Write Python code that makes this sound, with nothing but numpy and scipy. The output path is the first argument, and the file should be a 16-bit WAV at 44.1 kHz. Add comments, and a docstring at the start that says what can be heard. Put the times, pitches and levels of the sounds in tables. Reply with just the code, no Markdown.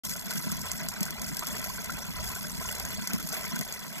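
"""Water spatters and gurgles close by: a pump outlet gushing unevenly into a plastic bucket, outdoors.
The broken stream slaps the bottom and drives short-lived bubbles under; the bucket colours both,
and the air in it drums under the heavier slugs of water. A light breeze rumbles on the microphone."""
import sys
import numpy as np
from scipy import signal
from scipy.fft import rfft, irfft
from scipy.io import wavfile

SR = 44100
rng = np.random.default_rng(int(sys.argv[2]) if len(sys.argv) > 2 else 0)


def to_wav(s):
    """Save 16-bit WAV."""
    ch = np.atleast_2d(s).T  # columns
    pcm = np.round(np.clip(ch, -1, 1) * 32767)  # PCM
    wavfile.write(sys.argv[1], SR, pcm.astype(np.int16))


N = 176400
TIME = np.arange(N) / SR
GRAIN_AGE_S = TIME[:SR // 40]


def from_db(db):
    """Decibels to gain."""
    return 10 ** (np.asarray(db) / 20)


def unit_rms(x):
    """Scale to unit rms."""
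    return x / np.sqrt(np.mean(x ** 2) + 1e-20)


def level(rows):
    """Gain over time from (time_s, level_db) points."""
    return from_db(np.interp(TIME, *np.transpose(rows)))


def on_bins(rows, column=1):
    """Table column interpolated over log frequency onto the bins of a 2N transform."""
    rows = np.array(rows)
    bin_hz = np.arange(1, N + 2) * SR / (2 * N)
    return np.interp(np.log(bin_hz), np.log(rows[:, 0]), rows[:, column])


def coloured(x, rows):
    """Minimum-phase filter from (freq_hz, gain_db) points."""
    cepstrum = irfft(np.log(from_db(on_bins(rows))))
    cepstrum[1:N] *= 2
    cepstrum[N + 1:] = 0
    return irfft(rfft(x, 2 * N) * np.exp(rfft(cepstrum)))[..., :N]


def drift(rate_hz):
    """Slow random wander, unit rms."""
    pole = np.exp(-2 * np.pi * rate_hz / SR)
    wander = signal.lfilter([1], [1, -2 * pole, pole * pole], rng.standard_normal(N + SR))
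    return unit_rms(wander[SR:])


def placed(start_s, grains):
    """Sum of short sounds, one a row, each at its start time."""
    at = (np.maximum(start_s, 0) * SR).astype(int)[:, None] + np.arange(grains.shape[1])
    return np.bincount(at.ravel(), grains.ravel(), N)[:N]


def random_events(per_s, spread_db):
    """Uniform start times and clipped log-normal sizes."""
    count = int(per_s * N / SR)
    return rng.random(count) * N / SR, from_db(spread_db * np.clip(rng.standard_normal(count), -2, 2))


def splashes(start_s, sizes, attack_s, decay_s):
    """Each impact is a brief burst of spray. Rows: shared, diffuse left, diffuse right."""
    shape = (1 - np.exp(-GRAIN_AGE_S / attack_s)) ** 2 * np.exp(-GRAIN_AGE_S / np.reshape(decay_s, (-1, 1)))
    shape /= shape.max(axis=1, keepdims=True)
    power = placed(start_s, (sizes[:, None] * shape) ** 2)
    return np.sqrt(power) * rng.standard_normal((3, N))


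def bubble_rings(start_s, sizes, pitch_hz, decay_cycles=10, swell_cycles=0.48, rise_per_s=12.1):
    """Each bubble swells, rings and rises in pitch, with its own phase in each of the three rows."""
    cycles = pitch_hz[:, None] * GRAIN_AGE_S
    shape = (1 - np.exp(-cycles / swell_cycles)) * np.exp(-cycles / decay_cycles)
    chirp = np.exp(2j * np.pi * cycles * (1 + rise_per_s * GRAIN_AGE_S / 2))
    ring = sizes[:, None] * shape / shape.max() * chirp
    phases = np.exp(2j * np.pi * rng.random((len(start_s), 3)))
    return np.array([placed(start_s, (ring * phase[:, None]).imag) for phase in phases.T])


# Spatter strength: time_s, level_db
SPATTER = [(0.05, -37.5), (0.23, -41), (0.39, -37), (0.49, -42), (0.55, -41), (0.85, -42), (0.87, -48),
           (0.9, -42), (0.95, -44.5), (1.06, -43.5), (1.18, -46.5), (1.22, -39), (1.35, -42), (1.54, -40),
           (2.13, -44.5), (2.25, -39.5), (2.47, -41.5), (2.58, -41.5), (2.67, -39.5), (2.88, -41.5),
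           (2.91, -38), (3.01, -42.5), (3.18, -43), (3.33, -37.5), (3.55, -43), (3.64, -41), (3.9, -47),
           (4.0, -42.5)]


def spray():
    """Countless drops and tiny pinging bubbles over a fine mist."""
    start_s, sizes = random_events(per_s=400, spread_db=6)
    drops = unit_rms(splashes(start_s, sizes, attack_s=0.0011, decay_s=0.0024))
    start_s, sizes = random_events(per_s=380, spread_db=4)
    pitch_hz = rng.uniform(3120, 13690, len(start_s))
    pings = unit_rms(bubble_rings(start_s, sizes * np.sqrt(pitch_hz), pitch_hz, decay_cycles=11.3))
    mist = rng.standard_normal((3, N))
    return (drops + from_db(-5) * pings + from_db(-12) * mist) * level(SPATTER) * from_db(7)


def sloshes(start_s, sizes, band_hz=(360, 2430)):
    """Dull splashes of water on water."""
    band = signal.butter(2, band_hz, "band", fs=SR, output="sos")
    return signal.sosfilt(band, splashes(start_s, sizes, attack_s=0.0012, decay_s=0.0061))


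# Churn strength: time_s, level_db
CHURN = [(0.05, -43.5), (0.09, -51.5), (0.12, -41.5), (0.22, -49.5), (0.3, -39), (0.45, -42.5),
         (0.6, -45.5), (0.68, -40), (0.76, -47), (0.82, -41.5), (0.87, -43.5), (1.39, -44), (1.44, -43),
         (1.66, -42), (1.74, -46), (1.81, -45), (1.98, -43), (2.1, -44.5), (2.22, -42.5), (2.47, -46),
         (2.7, -43), (2.81, -39.5), (2.83, -49), (2.87, -42.5), (3.05, -45), (3.11, -40.5), (3.28, -47),
         (3.34, -39), (3.4, -42), (3.49, -39), (3.62, -45), (3.66, -43.5), (3.91, -47), (3.96, -42.5),
         (4.0, -44)]


def churn():
    """The stream sloshes the water and drives bubbles of all sizes under."""
    sloshing = unit_rms(sloshes(*random_events(per_s=140, spread_db=2)))
    start_s, sizes = random_events(per_s=800, spread_db=3.5)
    pitch_hz = rng.uniform(477.6, 5205, len(start_s))
    bubbles = unit_rms(bubble_rings(start_s, sizes * pitch_hz ** 0.17, pitch_hz))
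    return (from_db(1) * bubbles + from_db(-1) * sloshing) * level(CHURN)


AIR_HZ, AIR_WIDTH_HZ = 194, 98.8
# Drive on the air in the bucket: time_s, level_db
STIR = [(0.05, -41), (0.57, -37.5), (0.61, -43), (1.49, -40.5), (3.07, -42.5), (3.2, -35), (3.22, -44.5),
        (3.62, -40), (3.7, -44.5), (4.0, -45.5)]


def stirred_air(flutter_db=3.5):
    """The stream stirs the bucket's lowest resonance."""
    band_hz = [AIR_HZ - AIR_WIDTH_HZ / 2, AIR_HZ + AIR_WIDTH_HZ / 2]
    band = signal.butter(3, band_hz, "band", fs=SR, output="sos")
    drive = rng.standard_normal((3, N)) * from_db(flutter_db * drift(rate_hz=12.5))
    return unit_rms(signal.sosfilt(band, drive)) * level(STIR) * from_db(1.5)


# Breeze strength: time_s, level_db
BREEZE = [(0.06, -60), (1.2, -56), (2.05, -53.5), (2.2, -45), (2.36, -51), (2.85, -46.5), (3.03, -61),
          (4.0, -65)]
# Spectrum of breeze and far outdoor hush: freq_hz, gain_db
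WIND_COLOUR = [(15, -17), (30, -9), (48, 0.5), (75, -3), (110, -4.5), (160, -14), (260, -32), (1000, -60)]


def wind(flutter_db=3.5):
    """Lumpy low rumble on the microphone, separate in each channel."""
    gusts = rng.standard_normal((2, N)) * from_db(flutter_db * drift(rate_hz=7.2))
    return unit_rms(coloured(gusts, WIND_COLOUR)) * level(BREEZE) * from_db(6)


# Sharpest slaps: start_s, level_db, decay_s
SLAPS = [(0.0492, -28.5, 0.0015), (0.095, -29, 0.0013), (0.307, -27.5, 0.0025), (0.3772, -28, 0.0014),
         (0.5166, -26, 0.0015), (0.7156, -21, 0.00085), (0.8852, -22, 0.0014), (0.9378, -33, 0.0015),
         (1.0058, -27, 0.0022), (1.0298, -21.5, 0.001), (1.053, -30.5, 0.002), (1.1060, -27.5, 0.0015),
         (1.216, -28.5, 0.0025), (1.3683, -25, 0.0014), (1.3924, -23.5, 0.0017), (1.469, -24, 0.001),
         (1.6413, -27.5, 0.002), (1.8436, -30, 0.0018), (2.3507, -31.5, 0.0016), (2.7973, -26.5, 0.0016),
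         (2.8504, -26.5, 0.0015), (3.0741, -19.5, 0.00027), (3.1334, -23.5, 0.0012),
         (3.3253, -26.5, 0.0022), (3.342, -32, 0.0025), (3.559, -27.5, 0.00092), (3.5904, -23.5, 0.00027),
         (3.61, -26.5, 0.0014), (3.7238, -27, 0.0011)]


def slaps(attack_s=0.00078):
    """Lumps of water hit the bottom; each throws up a little spray."""
    start_s, level_db, decay_s = np.transpose(SLAPS)
    hits = splashes(start_s, from_db(level_db + 8), attack_s, decay_s)
    thrown = splashes(start_s, from_db(level_db - 4.5), attack_s, decay_s=0.0042)
    return hits + thrown


def stream_breaks(dip_db=-4.5, lead_s=0.011, width_s=0.0048):
    """Spray gain: the stream thins just ahead of each slap."""
    offset = (TIME - np.array(SLAPS)[:, :1] + lead_s) / width_s
    return from_db(dip_db * np.exp(-np.min(offset ** 2, axis=0)))


# Loudest bubbles: start_s, level_db, pitch_hz
PLOPS = [(0.155, -38.5, 1410), (0.309, -33, 1384), (0.647, -40.5, 960), (0.805, -34.5, 1560),
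         (0.963, -36.5, 1470), (1.063, -36, 1490), (1.081, -34.5, 1450), (1.423, -27, 1105),
         (1.698, -35, 985), (1.781, -34.5, 1440), (1.895, -28.5, 1307), (2.05, -40, 1320),
         (2.299, -35.5, 986), (2.36, -37, 1390), (2.443, -33, 1464), (2.608, -36, 980), (2.612, -35.5, 625),
         (2.645, -39, 1320), (2.651, -36.5, 970), (2.688, -27, 2810), (2.847, -36, 1550),
         (3.101, -36, 1327), (3.33, -37.5, 683), (3.336, -36, 1434), (3.367, -33, 3350), (3.563, -32, 1474),
         (3.592, -38, 610), (3.615, -31.5, 1850)]


def plops():
    """Single bubbles ring, each with the gulp of water closing over it."""
    start_s, level_db, pitch_hz = np.transpose(PLOPS)
    gulps = sloshes(start_s, from_db(level_db + 5.5))
    return gulps + bubble_rings(start_s, from_db(level_db + 3), pitch_hz)


# Heavy slugs of water: start_s, level_db
SLUGS = [(0.351, -28), (0.469, -25), (0.520, -27), (1.011, -22), (1.326, -34), (3.138, -21.5), (3.193, -31)]


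def slug_thumps(peak_s=0.00405):
    """Each slug strikes the bucket's lowest resonance."""
    start_s, level_db = np.transpose(SLUGS)
    age_s = TIME[:SR // 8]
    envelope = age_s / peak_s * np.exp(1 - age_s / peak_s)
    thump = envelope * np.sin(2 * np.pi * AIR_HZ * age_s)
    return placed(start_s, from_db(level_db + 3.5)[:, None] * thump)


# Bucket resonance curve: freq_hz, gain_db
BUCKET = [(360, -3.5), (440, -0.5), (520, -10), (640, 1), (780, -7.5), (900, -7), (1000, 0.5), (1180, -10),
          (1350, -0.9), (1600, -2.5), (1800, -7.5), (2000, -1), (2330, 2.5), (2700, -3), (2900, -0.5),
          (3320, 0), (3700, -7.5), (4300, -1.5), (5200, -2.5), (6400, -2.5), (8500, -6), (9900, -7.5),
          (12300, -7.5), (15500, -13)]


def bucket(water, echo_db=-6, decay_s=0.0059, highpass_hz=2200):
    """Treble bounces between the walls, adding fine resonances to the bucket's broad ones."""
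    echoes = np.sin(2 * np.pi * rng.random(len(GRAIN_AGE_S))) * np.exp(-GRAIN_AGE_S / decay_s)
    echoes = signal.sosfilt(signal.butter(2, highpass_hz, "high", fs=SR, output="sos"), echoes)
    echoes *= from_db(echo_db) / np.linalg.norm(echoes)
    reflected = signal.oaconvolve(water, echoes[None], axes=1)[:, :N]
    return coloured(water + reflected, BUCKET)


# Stereo widening: freq_hz, left_lead_rad, diffuse_share_db
WIDENING = [(200, 3.75, -11.3), (260, 2.81, -9.1), (400, 0.81, -6.2), (550, -0.3, -2.8), (790, 1.32, -10.5),
            (1000, -0.02, -12.9), (1350, 0.01, -17.7), (1680, 0.04, -9.2), (2200, 2.25, -8.5),
            (2700, 3.14, -25), (3200, 3.68, -6.2), (3650, 5.45, -4.1), (4200, 3.56, -3.8),
            (4900, 3.21, -5.5), (5900, 5.1, -6.9), (7200, 6.35, -12.9), (8500, 8.01, -8.5),
            (9800, 9.44, -16.4), (11200, 11.26, -8.6), (12500, 12.66, -15.0), (15000, 15.73, -15.0)]


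def widened(water):
    """Phone-style stereo widening: each frequency gets a left-right phase offset and a diffuse share."""
    spectra = rfft(water, 2 * N)
    share = np.clip(from_db(on_bins(WIDENING, column=2)), 0, 1)
    lead = np.exp(.5j * on_bins(WIDENING) * np.array([[1], [-1]]))
    return irfft(np.sqrt(1 - share ** 2) * lead * spectra[0] + share * spectra[1:])[:, :N]


def scene(edge_hz=4690, body_db=-11.5):
    """Bright spatter, bubbling and drumming in the bucket, plus the breeze; stereo."""
    spatter = spray() * stream_breaks() + slaps()
    bright = coloured(spatter, [(edge_hz / 2, body_db), (edge_hz * 1.714, 0)])
    water = bucket(bright + churn() + plops()) + stirred_air()
    water[0] += slug_thumps()  # shared row only
    return widened(water) + wind()


def record(dry, start_s=0.035, fade_s=0.003, cutoff_hz=15700):
    """Quick fade-in, steep low-pass."""
    opened = dry * np.clip((TIME - start_s) / fade_s, 0, 1)
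    return signal.sosfilt(signal.ellip(10, .2, 70, cutoff_hz, fs=SR, output="sos"), opened)


dry = scene()
out = record(dry)
to_wav(out)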